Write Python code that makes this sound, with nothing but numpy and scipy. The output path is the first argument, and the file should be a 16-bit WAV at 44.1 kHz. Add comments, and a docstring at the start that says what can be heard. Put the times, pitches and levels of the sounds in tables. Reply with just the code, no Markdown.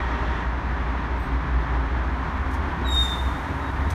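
"""A passenger train rolls beside a concrete wall, heard from one of its cars.
From the start a low drone throbs under the roar of wheels on rails; a faint metallic ring dies away.
A wheel chirps at 1.1 s; two short scrapes follow at 2.5 s. At 2.8 s a brake shoe sticks and slips:
one falling squeal, echoed by the wall, over a surge of friction hiss. The rubbed wheel rings on,
and a last scrape comes at 3.9 s."""
import sys
import numpy as np
from scipy import signal
from scipy.fft import rfft, irfft, next_fast_len
from scipy.io import wavfile

SR = 44100
rng = np.random.default_rng(int(sys.argv[2]) if len(sys.argv) > 2 else 0)


def wrap_up_sound(samples):
    """Save the sound to the file named by the first command line argument, as 16-bit audio."""
    columns = np.atleast_2d(samples).T
    # keep every value between -1 and 1, then stretch to whole-number steps
    tamed = np.clip(columns, -1, 1)
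    steps = np.round(tamed * 32767).astype(np.int16)
    wavfile.write(sys.argv[1], SR, steps)


N = 173754
TIME = np.arange(N) / SR

# train boom: time_s, pitch_hz, relative_db, twin_share
BOOM = [(0, 58.9, -26, 0.51), (.8, 58.46, -25.5, 0.3), (1.05, 58.9, -28, 0.32), (1.4, 58.38, -24.5, 0.61),
        (1.8, 58.4, -23.5, 0.49), (2.05, 58.64, -24, 0.24), (2.3, 61, -30, 0.13), (2.6, 61.2, -28, .1),
        (2.75, 63, -34.5, 0.088), (2.92, 64, -19, 0.086), (3.05, 63.8, -24, .1), (3.16, 64.1, -31, .1),
        (3.27, 64.2, -19, 0.11), (3.4, 64.2, -34.5, 0.096), (3.7, 67.2, -32, 0.097), (3.85, 67.3, -24, .1),
        (3.94, 67.5, -28, .1)]
# wheel roar spectrum: freq_hz, relative_db
ROAR_SPECTRUM = [(15, -39), (24, -13), (30, -1), (40, 9), (50, 5), (90, 4), (160, 0.5), (330, -2),
                 (490, -10), (750, -5), (1000, -1), (1300, -5), (1800, -7), (2300, -15), (2900, -22.5),
                 (3400, -22.5), (4800, -34), (6200, -38), (7600, -47), (9000, -50), (10400, -56),
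                 (11500, -55), (15500, -62)]
# wheel roar envelope: time_s, relative_db
ROAR_ENVELOPE = [(0.0, -22.5), (0.01, -30), (0.08, -30), (0.41, -29), (0.46, -30.5), (3.77, -30.5),
                 (3.8, -30.5), (3.94, -30)]
# wheel and body resonances: freq_hz, width_hz, relative_db
BODY_MODES = [(397, 24, -52), (933.6, 39, -46.5)]
# brake squeal: time_s, pitch_hz, level_db, overtones_relative_db
SQUEAL = [(2.835, 3870, -64, -34), (2.855, 3860, -38.5, -29), (2.877, 3780, -32, -21),
          (2.91, 3767, -36, -15), (2.925, 3726, -28.5, -21), (2.956, 3700, -25, -22),
          (3.012, 3706, -23, -27), (3.04, 3653, -26.5, -16.5), (3.08, 3650, -36, -17),
          (3.125, 3595, -30.5, -33), (3.155, 3630, -39, -31), (3.175, 3606, -55, -26),
          (3.2, 3633, -36.5, -33), (3.225, 3600, -56, -32), (3.28, 3610, -51, -34), (3.32, 3670, -64, -32),
          (3.36, 3625, -50, -34), (3.41, 3623, -66, -32)]
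# squeal overtones: multiple, onset_relative_db, fade_db_per_s
SQUEAL_OVERTONES = [(2, 2, 8), (3, -3, 24), (4, -20, 15)]
# tone above the boom: time_s, pitch_hz, relative_db
UPPER_TONE = [(0, 70, -40.5), (1.9, 72.56, -40.5), (2.3, 75.57, -32), (2.65, 77.4, -31),
              (2.85, 77.7, -41.5), (3.4, 81.46, -41), (3.7, 83, -37), (3.94, 84.7, -28)]
# hum that comes and goes: time_s, pitch_hz, level_db
HUM = [(0, 270, -37.5), (.6, 272, -48), (1.3, 270, -42), (1.8, 272, -44.5), (2.15, 262, -45),
       (2.55, 263, -38), (2.8, 268, -43), (3.05, 269, -48.5), (3.3, 271, -43.5), (3.75, 274, -36),
       (3.94, 276, -45.5)]
# low rumble: time_s, level_db
RUMBLE_ENVELOPE = [(0, -47), (1.4, -39), (2.2, -46), (3.1, -51), (3.94, -39)]
# opening metallic ring: freq_hz, level_db
RING_PARTIALS = [(404, -47), (619, -51), (937, -41), (1523, -50), (1685, -53), (1873, -44.5), (1915, -48),
                 (2293, -54), (2676, -56), (2830, -62), (3138, -59), (3330, -61), (3480, -62), (3850, -66),
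                 (4204, -69), (5351, -73), (5800, -75), (6150, -76)]
# friction noise around that ring: freq_hz, relative_db
RUB_SPECTRUM = [(900, -25), (2000, -15), (3100, 5), (4500, -9), (6000, -10), (7500, -20), (9000, -25),
                (11000, -53)]
# ringing of the braked wheel: time_s, level_db
WHEEL_ENVELOPE = [(2.85, -80), (3.0, -41), (3.22, -52), (3.32, -63), (3.48, -62), (3.57, -56), (3.7, -54),
                  (3.74, -67), (3.82, -58), (3.94, -62)]
# brake shoe friction spectrum: freq_hz, relative_db
SHOE_SPECTRUM = [(2000, -17), (3300, 4), (4500, -2), (6300, 0.5), (8000, -5), (9600, -3), (10500, -10.5),
                 (11800, -5), (12800, -10), (15500, -20)]
# brake shoe hiss: time_s, level_db
HISS_ENVELOPE = [(0, -108), (1.6, -81), (2.2, -69.5), (2.86, -65.5), (2.9, -56), (2.95, -46.5),
                 (3.03, -45.5), (3.17, -51.5), (3.3, -55), (3.55, -59.5), (3.94, -62)]
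# scrapes: start_s, rise_s, decay_s, level_db
SCRAPES = [(2.5, .022, .025, -56), (2.53, 0.015, 0.014, -52), (3.898, 0.007, .02, -41)]
# wheel chirp partials: start_hz, peak_db
CHIRP_PARTIALS = [(8000, -65), (12000, -68)]
# echoes off wall and bridge abutment: delay_s, gain_db
ECHOES = [(.023, -16), (.085, -16)]


def boom(beat_hz=4.78, first_dip_s=0.205, shake=0.21, trim_db=-1.5):
    """Two close low tones beat until one takes over."""
    pitch_hz = follow(BOOM)
    phase = phase_rad(pitch_hz) + 2 * np.pi * rng.random()
    twin = follow(BOOM, 3) * np.sin(phase + 2 * np.pi * beat_hz * (TIME - first_dip_s))
    pair = np.sqrt(2) * (np.sin(phase) - twin)
    return amp(follow(BOOM, 2) + trim_db) * (pair + shake * resonance(pitch_hz, width_hz=24))


def rolling(roar_db=-29.5, flutter_db=0.62):
    """Wheels roar on the rails and shake wheel and body resonances."""
    envelope = unit_rms(amp(follow(ROAR_ENVELOPE) + flutter_db * wander(14.4)))
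    modes = sum(amp(db) * resonance(hz, width_hz) for hz, width_hz, db in BODY_MODES)
    return envelope * (amp(roar_db) * shaped_noise(ROAR_SPECTRUM) + modes)


def brake_squeal(jitter_hz=7, flicker_db=1.93, overtone_flicker_db=3):
    """Shoe sticks and slips on the wheel: one sagging tone, overtones fading first."""
    start_s, end_s = SQUEAL[0][0], SQUEAL[-1][0]
    age_s = np.maximum(TIME - start_s, 0)
    phase = phase_rad(follow(SQUEAL) + jitter_hz * wander(70))
    envelope = amp(follow(SQUEAL, 2) + flicker_db * wander(70)) * (TIME > start_s) * (TIME < end_s)
    overtones = 0
    for multiple, onset_db, fade_db_per_s in SQUEAL_OVERTONES:
        gain = amp(onset_db - fade_db_per_s * age_s + overtone_flicker_db * wander(40))
        overtones += gain * np.sin(multiple * phase)
    return np.sqrt(2) * envelope * (np.sin(phase) + amp(follow(SQUEAL, 3)) * overtones)


def throb(table, shake, width_hz, trim_db=0):
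    """A low tone beats irregularly against narrow noise at its own pitch."""
    pitch_hz = follow(table)
    tone = np.sqrt(2) * np.sin(phase_rad(pitch_hz) + 2 * np.pi * rng.random())
    return amp(follow(table, 2) + trim_db) * unit_rms(tone + shake * resonance(pitch_hz, width_hz))


def rumble(centre_hz=140.7, width_hz=59):
    """Soft low noise swells, recedes and returns."""
    return amp(follow(RUMBLE_ENVELOPE)) * resonance(centre_hz, width_hz)


def metal_ring(hold_s=0.38, fade_db_per_s=71, shake=0.7, width_hz=30, rub_db=-53):
    """Rough metallic partials in friction noise hold, then die away."""
    envelope = amp(-fade_db_per_s * np.maximum(TIME - hold_s, 0))
    partials = 0
    for hz, db in RING_PARTIALS:
        tone = np.sqrt(2) * np.sin(phase_rad(hz))
        partials += amp(db) * unit_rms(tone + shake * resonance(hz, width_hz))
    return envelope * (partials + amp(rub_db) * shaped_noise(RUB_SPECTRUM))


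def wheel_ring(pitch_hz=3780, width_hz=15):
    """The rubbed wheel sings at its own pitch, outlasting the squeal."""
    envelope = amp(follow(WHEEL_ENVELOPE)) * (TIME > WHEEL_ENVELOPE[0][0])
    return envelope * resonance(pitch_hz, width_hz)


def brake_hiss(grain_db=0.8):
    """Shoe friction noise, surging with the squeal."""
    return amp(follow(HISS_ENVELOPE) + grain_db * wander(150)) * shaped_noise(SHOE_SPECTRUM)


def scrapes(grain_db=2):
    """Brief gritty bursts of shoe friction."""
    envelope = 0
    for start_s, rise_s, decay_s, db in SCRAPES:
        attack = np.clip((TIME - start_s) / rise_s, 0, 1)
        decay = np.exp(-np.maximum(TIME - start_s - rise_s, 0) / decay_s)
        envelope += amp(db) * attack * decay
    return envelope * amp(grain_db * wander(250)) * shaped_noise(SHOE_SPECTRUM)


def wheel_chirp(start_s=1.14, length_s=0.18, pitch_rise=0.085, width_hz=520):
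    """Two thin, rough partials glide upward."""
    progress = np.clip((TIME - start_s) / length_s, 0, 1)
    glide = 1 + pitch_rise * progress
    partials = sum(amp(db) * resonance(hz * glide, width_hz) for hz, db in CHIRP_PARTIALS)
    return np.sin(np.pi * progress) ** 2 * partials


def wall(direct, tail_db=-15.5, t60_s=0.83):
    """Direct sound, two echoes and a diffuse tail between wall and train."""
    lag_s = TIME[:SR]
    response = rng.standard_normal(SR) * amp(-60 * lag_s / t60_s) * (lag_s > ECHOES[0][0])
    tail = signal.fftconvolve(direct, response / np.linalg.norm(response))[:N]
    echoes = sum(amp(db) * np.pad(direct, (round(delay_s * SR), 0))[:N] for delay_s, db in ECHOES)
    return direct + echoes + amp(tail_db) * tail


def amp(db):
    """Decibels to gain."""
    return 10 ** (np.asarray(db) / 20)


def unit_rms(x):
    """Scale to rms 1."""
    return x / np.sqrt(np.mean(x ** 2) + 1e-20)


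def follow(table, column=1):
    """One column of a time table, interpolated per sample."""
    rows = np.array(table)
    return np.interp(TIME, rows[:, 0], rows[:, column])


def shaped_noise(spectrum):
    """Noise with the given spectrum, rms 1."""
    hz, db = np.transpose(spectrum)
    bins_hz = np.fft.rfftfreq(N, 1 / SR)
    gain = amp(np.interp(np.log(bins_hz + 1), np.log(hz), db))
    return unit_rms(irfft(rfft(rng.standard_normal(N)) * gain, N))


def wander(rate_hz):
    """Smooth random motion up to about rate_hz, rms 1."""
    size = next_fast_len(N)
    bins_hz = np.fft.rfftfreq(size, 1 / SR)
    spectrum = rfft(rng.standard_normal(size)) / (1 + (bins_hz / rate_hz) ** 4)
    return unit_rms(irfft(spectrum, size)[:N])


def phase_rad(hz):
    """Running phase of a pitch or pitch curve."""
    return 2 * np.pi * np.cumsum(hz * np.ones(N)) / SR


def resonance(hz, width_hz):
    """Randomly shaken resonance: a fuzzy tone, rms 1."""
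    phase = phase_rad(hz)
    return unit_rms(wander(width_hz / 2) * np.cos(phase) + wander(width_hz / 2) * np.sin(phase))


def scene():
    """Running train and brake, mono; only squeal and chirp echo."""
    drone = boom() + rumble()
    drone += throb(UPPER_TONE, shake=0.35, width_hz=15, trim_db=2)
    drone += throb(HUM, shake=1.3, width_hz=17)
    wheels = rolling() + metal_ring() + wheel_ring()
    friction = brake_hiss() + scrapes()
    return (drone + wheels + friction + wall(brake_squeal() + wheel_chirp()))[None]


def record(dry, fade_s=0.004, cutoff_hz=15700):
    """Fade both ends, then low-pass."""
    fade = np.minimum(np.minimum(TIME, TIME[::-1]) / fade_s, 1)
    lowpass = signal.firwin(511, cutoff_hz, window=("kaiser", 9), fs=SR)
    return signal.oaconvolve(dry * fade, lowpass[None], "same")


dry = scene()
out = record(dry)
wrap_up_sound(out)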